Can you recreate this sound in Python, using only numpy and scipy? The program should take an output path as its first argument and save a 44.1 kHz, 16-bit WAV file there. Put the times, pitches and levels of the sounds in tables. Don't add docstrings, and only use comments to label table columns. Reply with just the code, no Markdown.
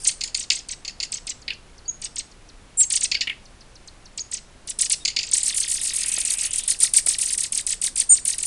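import sys
import numpy as np
from scipy import signal
from scipy.fft import rfft, irfft, next_fast_len
from scipy.io import wavfile
from scipy.ndimage import uniform_filter1d

SR = 44100
rng = np.random.default_rng(int(sys.argv[2]) if len(sys.argv) > 2 else 0)


def field_ratio(decibels):
    return 10 ** (np.asarray(decibels, dtype=float) / 20)


def digitize_waveform(pressure):
    field = np.atleast_2d(pressure).T
    bounded = np.clip(field, -1, 1)
    quanta = np.round(bounded * 32767).astype(np.int16)
    wavfile.write(sys.argv[1], SR, quanta)


N = 373086
CHANCE = rng.standard_normal(N + SR)

# frequency_hz, density_db [dB per Hz]
HISS_SPECTRUM = [(25, 5.5), (300, -7.5), (700, -11.5), (2100, -16), (10500, -24.5), (11500, -47),
                 (13000, -72)]
# frequency_hz, level_db
DRIVE_HUM = [
    (30.2, -53.5),
    (60.4, -63),
    (123, -72),
]
# start_s, beat_s, opening_fall_db, arch_db, arch_top_hz
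SHORT_CALLS = [(.045, .034, -19.5, -13.5, 9240), (.686, .031, -26, -24, 8280),
               (1.268, .032, -25, -24, 7850), (2.016, 0.032, -29.5, -25, 8480),
               (2.158, .031, -25, -23, 8360), (2.798, 0.03, -22, -26, 7500), (2.9, .0275, -19, -17, 9640),
               (2.932, .0285, -40, -15, 9300), (3.007, .0315, -20, -16, 9000),
               (4.175, 0.027, -25, -43, 7850), (4.672, .029, -28, -24.5, 10030),
               (4.896, 0.028, -17.5, -14, 9900), (5.267, 0.024, -28, -30.5, 7640)]
# start_s, beat_s, opening_fall_db, arch_db, arch_top_hz
LONG_CALLS = [(.372, 0.028, -25, -23, 8600), (.53, 0.028, -26, -24, 8200), (1.119, 0.025, -22, -24, 8000),
              (4.313, .027, -29, -23.5, 8280), (4.787, .0295, -17, -14, 10120),
              (5.313, 0.026, -22, -14.5, 8600)]
# start_s, beat_s, opening_fall_db, arch_db, arch_top_hz
BOLD_CALLS = [(5.342, 0.028, -16, -20, 9500), (5.44, 0.041, -21, -20, 9000), (5.542, .028, -17, -14, 11000),
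              (5.677, 0.022, -19.5, -16, 11200), (5.811, .027, -19.5, -16, 10600),
              (5.934, 0.03, -17.5, -16.5, 10200), (6.058, 0.03, -17.5, -17.5, 10400),
              (6.181, 0.027, -17, -16.5, 9700), (6.303, 0.03, -14.5, -16, 10800),
              (6.43, .028, -17, -16.5, 10200), (6.556, .0305, -19, -18, 9700),
              (6.676, .028, -14, -12, 9900), (6.8, .033, -14, -9, 9400), (6.934, 0.036, -10.5, -8, 9100),
              (7.06, .031, -12.5, -14, 9200), (7.183, 0.033, -15, -14.5, 10200),
              (7.303, .029, -18, -15.5, 9600), (7.432, 0.031, -17, -27.5, 8200),
              (7.573, 0.025, -17, -26, 8200), (7.703, 0.024, -17, -19, 8200),
              (7.836, 0.028, -16.5, -19.5, 9300), (7.972, 0.029, -16.5, -15, 9000),
              (8.25, 0.031, -16.5, -14.5, 9700), (8.38, 0.025, -19, -23, 8200)]
# start_s, beat_s, opening_fall_db, arch_db, arch_top_hz
STAIR_CALLS = [(5.43, 0.032, -18, -17, 8300), (5.575, 0.029, -17.5, -16, 8400),
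               (5.712, 0.03, -15, -18, 8700), (5.85, 0.023, -17.5, -16.5, 8800),
               (5.985, .0245, -19, -18, 8700), (6.115, 0.026, -17, -17.5, 8500),
               (6.249, .027, -16, -17.5, 8100), (6.383, 0.029, -17.5, -19, 8300),
               (6.531, 0.027, -16, -25, 8400), (6.682, .028, -23, -24, 7400), (6.81, .0275, -17, -18, 9200),
               (6.945, 0.024, -22, -28, 8600), (7.083, 0.028, -15, -17.5, 8600),
               (7.229, 0.031, -19.5, -18, 8600), (7.376, 0.031, -15, -18.5, 8600),
               (7.521, .03, -16.5, -17.5, 8600), (7.665, 0.028, -16.5, -18.5, 8200),
               (7.814, 0.026, -18.5, -19, 8200), (7.956, 0.027, -18.5, -18, 8200),
               (8.116, .0285, -22, -21, 8300), (8.278, 0.026, -16.5, -17.5, 8800),
               (8.427, 0.031, -18, -18, 9600)]
# start_s, beat_s, opening_fall_db, arch_db, arch_top_hz
FAINT_CALLS = [(.036, 0.012, -30, -35, 9000), (.11, .02, -23, -35, 8000), (5.378, 0.032, -15, -21, 8600),
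               (6.234, 0.039, -29, -33, 9000), (6.371, .026, -27, -38, 9000),
               (6.507, 0.028, -24.5, -29, 9400), (6.635, .025, -24, -32, 10200),
               (6.788, .025, -26, -33, 9000)]
# start_s, length_s, level_db, gape_hz
FADING_BREATH = (-0.15, 0.05, -37.5, 7500)
# start_s, level_db, gape_hz
CHACK_EVENTS = [(.208, -16.5, 5190), (.236, -13, 5630), (.275, -25, 5770), (.345, -14, 5600),
                (.501, -3, 4910), (.527, -21, 4400), (0.848, -20.5, 4640), (.878, -18, 4730),
                (1.001, -16, 4800), (1.028, -15, 5200), (1.479, -13, 3300), (1.503, -13, 3000),
                (3.115, -8.5, 4410), (3.144, -9, 3820), (3.208, -8, 4200), (3.272, -11, 2400),
                (3.296, -12, 2300), (5.05, -10.5, 5250), (5.077, -9.5, 4970), (5.109, -27, 4350),
                (5.163, -9, 4570), (5.188, -9.5, 4410), (5.208, -19.5, 5030), (5.23, -15.5, 5200)]
# start_s, top_hz, level_db
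PEEP_EVENTS = [(1.417, 8170, -40.5), (1.534, 7040, -36), (1.7797, 6660, -40), (2.3136, 7300, -42.5),
               (2.488, 6600, -40.5), (3.453, 6930, -42), (3.607, 6400, -39.5), (3.754, 6600, -40.5),
               (3.874, 9200, -33), (4.055, 6800, -39.5)]
# time_s, pitch_hz, level_db
WHISTLE_VOICES = [
    [(1.851, 5260, -61), (1.858, 4430, -42), (1.875, 4800, -45)],
    [(1.879, 6660, -25), (1.895, 6770, -21), (1.9, 6480, -19), (1.922, 6790, -47)],
    [(2.77, 7800, -31), (2.782, 7480, -19), (2.818, 7690, -9), (2.828, 7470, -16), (2.836, 6470, -18),
     (2.85, 6370, -31)],
    [(2.77, 8830, -39), (2.78, 9090, -26), (2.806, 9100, -15), (2.826, 7800, -25)],
    [(4.193, 3900, -15), (4.201, 6670, -32), (4.208, 6770, -23), (4.222, 6260, -31)],
    [(5.0, 3730, -44), (5.035, 3700, -40)],
    [(8.093, 6440, -25), (8.102, 7085, -17), (8.136, 6973, -13.5), (8.154, 7250, -31)],
    [(8.09, 8470, -20), (8.108, 8870, -8), (8.14, 8420, -11.5), (8.153, 7040, -22)],
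]
# start_s, level_db
TWEEZER_TICKS = [
    (6.179, -30),
    (6.838, -31),
    (7.071, -29),
    (8.115, -35.5),
]
# frequency_hz, gain_db
THROAT_RESPONSE = [(1000, -8.5), (1500, -7.5), (2500, -7.5), (4500, -6), (6000, -5), (9000, 0), (10300, -6),
                   (11000, -19), (12500, -12.5), (13200, -55)]
# frequency_hz, t60_s
ROOM_DECAY = [(2000, 0.27), (5000, 0.34), (10000, 0.27)]


def read(points, hz):
    table_hz, value = np.transpose(points)
    return np.interp(np.log(hz + 1), np.log(table_hz + 1), value)


def colour(x, points):
    size = next_fast_len(N)
    gain = field_ratio(read(points, np.fft.rfftfreq(size, 1 / SR)))
    return irfft(rfft(x, size) * gain, size)[:N]


def add(mix, s, sound):
    part = mix[max(round(s * SR), 0):][:len(sound)]
    part += sound[:len(part)]


def wobble(s, size, span):
    return uniform_filter1d(CHANCE[round(s * SR):][:size], span) * np.sqrt(span)


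def phase(pitch):
    return 2 * np.pi * np.cumsum(pitch) / SR


def camera():
    hiss = colour(rng.standard_normal(N), HISS_SPECTRUM)
    out = field_ratio(-49.5) * hiss / hiss.std()
    t = np.arange(N) / SR
    for k, (hz, level_db) in enumerate(DRIVE_HUM):
        drift = 0.43 * wobble(k / 10, N, span=9000)
        out += np.sqrt(2) * field_ratio(level_db) * np.sin(2 * np.pi * hz * t + drift)
    return out


def tension(tops):
    tops, t = np.sort(tops), np.arange(N + SR) / SR
    after = np.clip(np.searchsorted(tops, t), 1, len(tops) - 1)
    slackening = np.exp(-abs(t - tops[after - 1]) / .007)
    tightening = 0.66 * np.exp(-abs(tops[after] - t) / 0.0057)
    return np.maximum(slackening, tightening)


def rasp(pull, s, length, level_db, gape_hz, fade_db, cut_db, pipe_db=0):
    t = np.arange(0, length + 0.0045, 1 / SR)
    slaps = wobble(s + .6, len(t), span=1) * field_ratio(-9)
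    tight = 2.6 ** pull[round(s * SR):][:len(t)]
    for side_hz in (1750, 2700):
        slow = 0.078 * wobble(s + side_hz / SR, len(t), span=300)
        fast = 0.038 * wobble(s + .3, len(t), span=12)
        pitch = side_hz * tight * (1 + slow + fast)
        angle = phase(pitch)
        slaps = slaps + sum((k * pitch < 14000) * np.cos(k * angle) for k in range(1, 7)) / 2

    octaves = np.log2((np.fft.rfftfreq(len(t), 1 / SR) + 1) / gape_hz)
    above = np.minimum(cut_db * octaves ** 2, 42)
    below = np.minimum(5 * octaves ** 2, 14)
    loss_db = np.where(octaves > 0, above, below)
    if pipe_db == 0:
        loss_db = loss_db + 6 * np.sin(np.pi * (octaves + np.log2(gape_hz / 2450))) ** 2
    loss_db = loss_db + pipe_db * np.sin(np.pi * gape_hz * 2 ** octaves / 2350) ** 2
    voice = irfft(rfft(slaps * signal.windows.tukey(len(t), .1)) / field_ratio(loss_db), len(t))

    throb = field_ratio(2.45 * wobble(s + .2, len(t), span=250) - fade_db * t / length)
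    onset = np.clip(t / 0.0013, 0, 1)
    release = np.clip((t[-1] - t) / 0.0085, 0, 1)
    return s, field_ratio(level_db) * voice / voice.std() * throb * onset * release


def warble(s, top, half, level_db, bottom, rising, reach, fade_db=5, rise_db=0):
    u = np.arange(-half * rising * reach, half * reach, 1 / SR) / half
    start = s - half * rising * reach
    fall = np.clip(abs(u), 0, 1)
    height = (1 + np.cos(np.pi * fall)) / 2 if rising else (1 - fall) ** 1.7
    pitch = bottom * (top / bottom) ** height
    angle = phase(pitch * (1 + (0.0158 + 0.041 * fall) * wobble(start, len(u), span=30)))

    overtones = sum((k * pitch < 13000) * np.cos(k * angle) for k in range(2, 6))
    fundamental = field_ratio(-fade_db * fall - rise_db * fall * (u < 0)) * np.cos(angle)
    voice = fundamental + field_ratio(-36.0) * fall * overtones
    onset = np.clip((u - u[0]) * half / (.005 if rising else .0015), 0, 1)
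    release = np.clip((u[-1] - u) / 0.6, 0, 1)
    level = field_ratio(level_db + 3.04 * wobble(start + .9, len(u), span=60))
    return start, np.sqrt(2) * level * onset * release * voice


def phrase(calls, count, open_hz, open_share, deep, deep_db, open_deep, open_deep_db, rasp_db, gape, width, lead,
           fade_db, rise_db, cut_db, sag=1, tire_db=0, drag=1, deep_step_db=0, linger=.75, slack=.7):
    tones, breaths = [], []
    for s, beat, open_db, arch_db, arch_hz in calls:
        top = open_hz + open_share * arch_hz
        tones.append((s, top, .016, open_db, top / 2, 0, .79))
        tones.append((s + .004, open_deep * top, .013, open_db + open_deep_db, 1850, 0, 1.12, 6 * slack))
        breaths.append((s + .002, 0.71 * beat, open_db + rasp_db, gape * arch_hz, 2, cut_db))
        for k in range(count):
            at = s + beat * (1 + drag * k)
            top = arch_hz * sag ** k
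            db = arch_db + tire_db * k
            low_db = arch_db + deep_db - deep_step_db * abs(k - 1)
            tones.append((at, top, width * beat, db, top / 2.2, 1, .75, fade_db, rise_db))
            tones.append((at + .001, deep * top, .6 * beat, low_db, 1750, 1, 1.2, slack * fade_db, .7 * rise_db))
            breaths.append((at - lead * beat, (linger + lead) * beat, db + rasp_db,
                            gape * arch_hz * sag ** (0.49 * k), 2, cut_db))
    return tones, breaths


def chacks():
    tones, breaths = [], []
    beak = (9, 27, 14)  # fade, cut and windpipe ring, dB
    for s, level_db, gape_hz in CHACK_EVENTS:
        tones.append((s, 1.7 * gape_hz, .012, level_db - 9, 1900, 0, 1.05))
        breaths.append((s, .01, level_db, gape_hz, *beak))
        breaths.append((s + .006, .03, level_db - 12, gape_hz, *beak))
    return tones, breaths


def nest():
    lone = dict(open_hz=2500, open_share=.86, deep=.8, open_deep=.78, lead=-.1, rise_db=6,
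                fade_db=9, cut_db=22, width=.57, slack=1.7)
    stair = dict(open_hz=10600, open_share=0, deep=.74, deep_step_db=5, fade_db=8, rise_db=27,
                 sag=.77, tire_db=-6, drag=1.01, deep_db=-6, open_deep=.52, open_deep_db=-12,
                 rasp_db=-8.5, gape=.93, width=.5, lead=.2, cut_db=19, linger=1.15)
    fresh = 4
    parts = [
        phrase(SHORT_CALLS, count=1, **lone, deep_db=-2, open_deep_db=-4, rasp_db=-5, gape=.55),
        phrase(LONG_CALLS, count=2, **lone, sag=.85, tire_db=-7, drag=1.14, deep_db=-8, deep_step_db=-5,
               open_deep_db=-5, rasp_db=-5.5, gape=.62),
        phrase(BOLD_CALLS, count=1, open_hz=11800, open_share=0, deep=.66, fade_db=9, rise_db=18,
               deep_db=-10.5, open_deep=0.41, open_deep_db=-13, rasp_db=-10, gape=.86, width=.55, lead=.2,
               cut_db=19, linger=.85),
        phrase(STAIR_CALLS[:fresh], count=3, **stair),
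        phrase(STAIR_CALLS[fresh:], count=2, **stair),
        phrase(FAINT_CALLS, count=1, open_hz=10400, open_share=0, deep=.5, deep_db=-9, open_deep=0.58,
               open_deep_db=-16, rasp_db=-11, gape=0.69, width=.4, lead=0.26, fade_db=11, rise_db=12, cut_db=17),
        chacks(),
        ([], [(*FADING_BREATH, 2, 17)])]
    tones, breaths = [sum(side, []) for side in zip(*parts)]
    return tones, breaths


def peep(s, top_hz, level_db):
    return warble(s, top_hz, .013, level_db, 4205, rising=0, reach=1.56)


def whistle(rows):
    s, hz, level_db = np.transpose(rows)
    t = np.arange(s[0], s[-1], 1 / SR)
    angle = phase(np.interp(t, s, hz) * (1 + 0.0055 * wobble(s[0], len(t), span=40)))
    level = np.sqrt(2) * field_ratio(np.interp(t, s, level_db))
    return s[0], level * np.cos(angle) * signal.windows.tukey(len(t), .12)


def wheeze():
    start = 5.94
    t = np.arange(0, .76, 1 / SR)
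    pitch = np.interp(t, [0, .5, .7], [2500, 2600, 3500]) * (1 + .16 * wobble(start, len(t), span=25))
    return start, field_ratio(-30 - 5.0 * t) * np.cos(phase(pitch)) * signal.windows.tukey(len(t), .15)


def chicks():
    out = np.zeros(N)
    tones, breaths = nest()
    pull = tension([row[0] for row in tones])
    for row in breaths:
        add(out, *rasp(pull, *row))
    for row in tones:
        add(out, *warble(*row))
    for row in PEEP_EVENTS:
        add(out, *peep(*row))
    for rows in WHISTLE_VOICES:
        add(out, *whistle(rows))
    add(out, *wheeze())
    return out


def tweezers():
    out, t = np.zeros(N), np.arange(400) / SR
    modes = sum(np.sin(2 * np.pi * hz * t) for hz in (750, 1400, 2300, 3900))
    click = field_ratio(-60 * t / 0.009) * modes
    for s, level_db in TWEEZER_TICKS:
        add(out, s, field_ratio(level_db) * click)
    return out


def kitchen(x):
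    taps = np.zeros(SR // 2)
    at = np.arange(130, len(taps) - 20, 20)
    taps[at + rng.integers(0, 20, len(at))] = rng.choice([-1., 1.], len(at))
    hz, t, bands = signal.stft(taps, SR, nperseg=128)
    decay = field_ratio(-60 * t / read(ROOM_DECAY, hz)[:, None])
    tail = signal.istft(bands * decay, SR, nperseg=128)[1]
    cage = taps[:900] * field_ratio(-60 * np.arange(900) / SR / 0.0072)
    space = field_ratio(-14.5) * tail / np.linalg.norm(tail)
    add(space, 0, field_ratio(-11.0) * cage / np.linalg.norm(cage))
    return x + signal.fftconvolve(x, space)[:N]


def scene():
    birds = colour(chicks(), THROAT_RESPONSE)
    return (kitchen(birds + tweezers()) + camera())[None]


def top_cut(x):
    return signal.sosfilt(signal.butter(12, 15700, fs=SR, output="sos"), x)


def record(dry):
    mix = np.clip(dry, -.7, .7)
    return top_cut(mix)


dry = scene()
out = record(dry)
digitize_waveform(out)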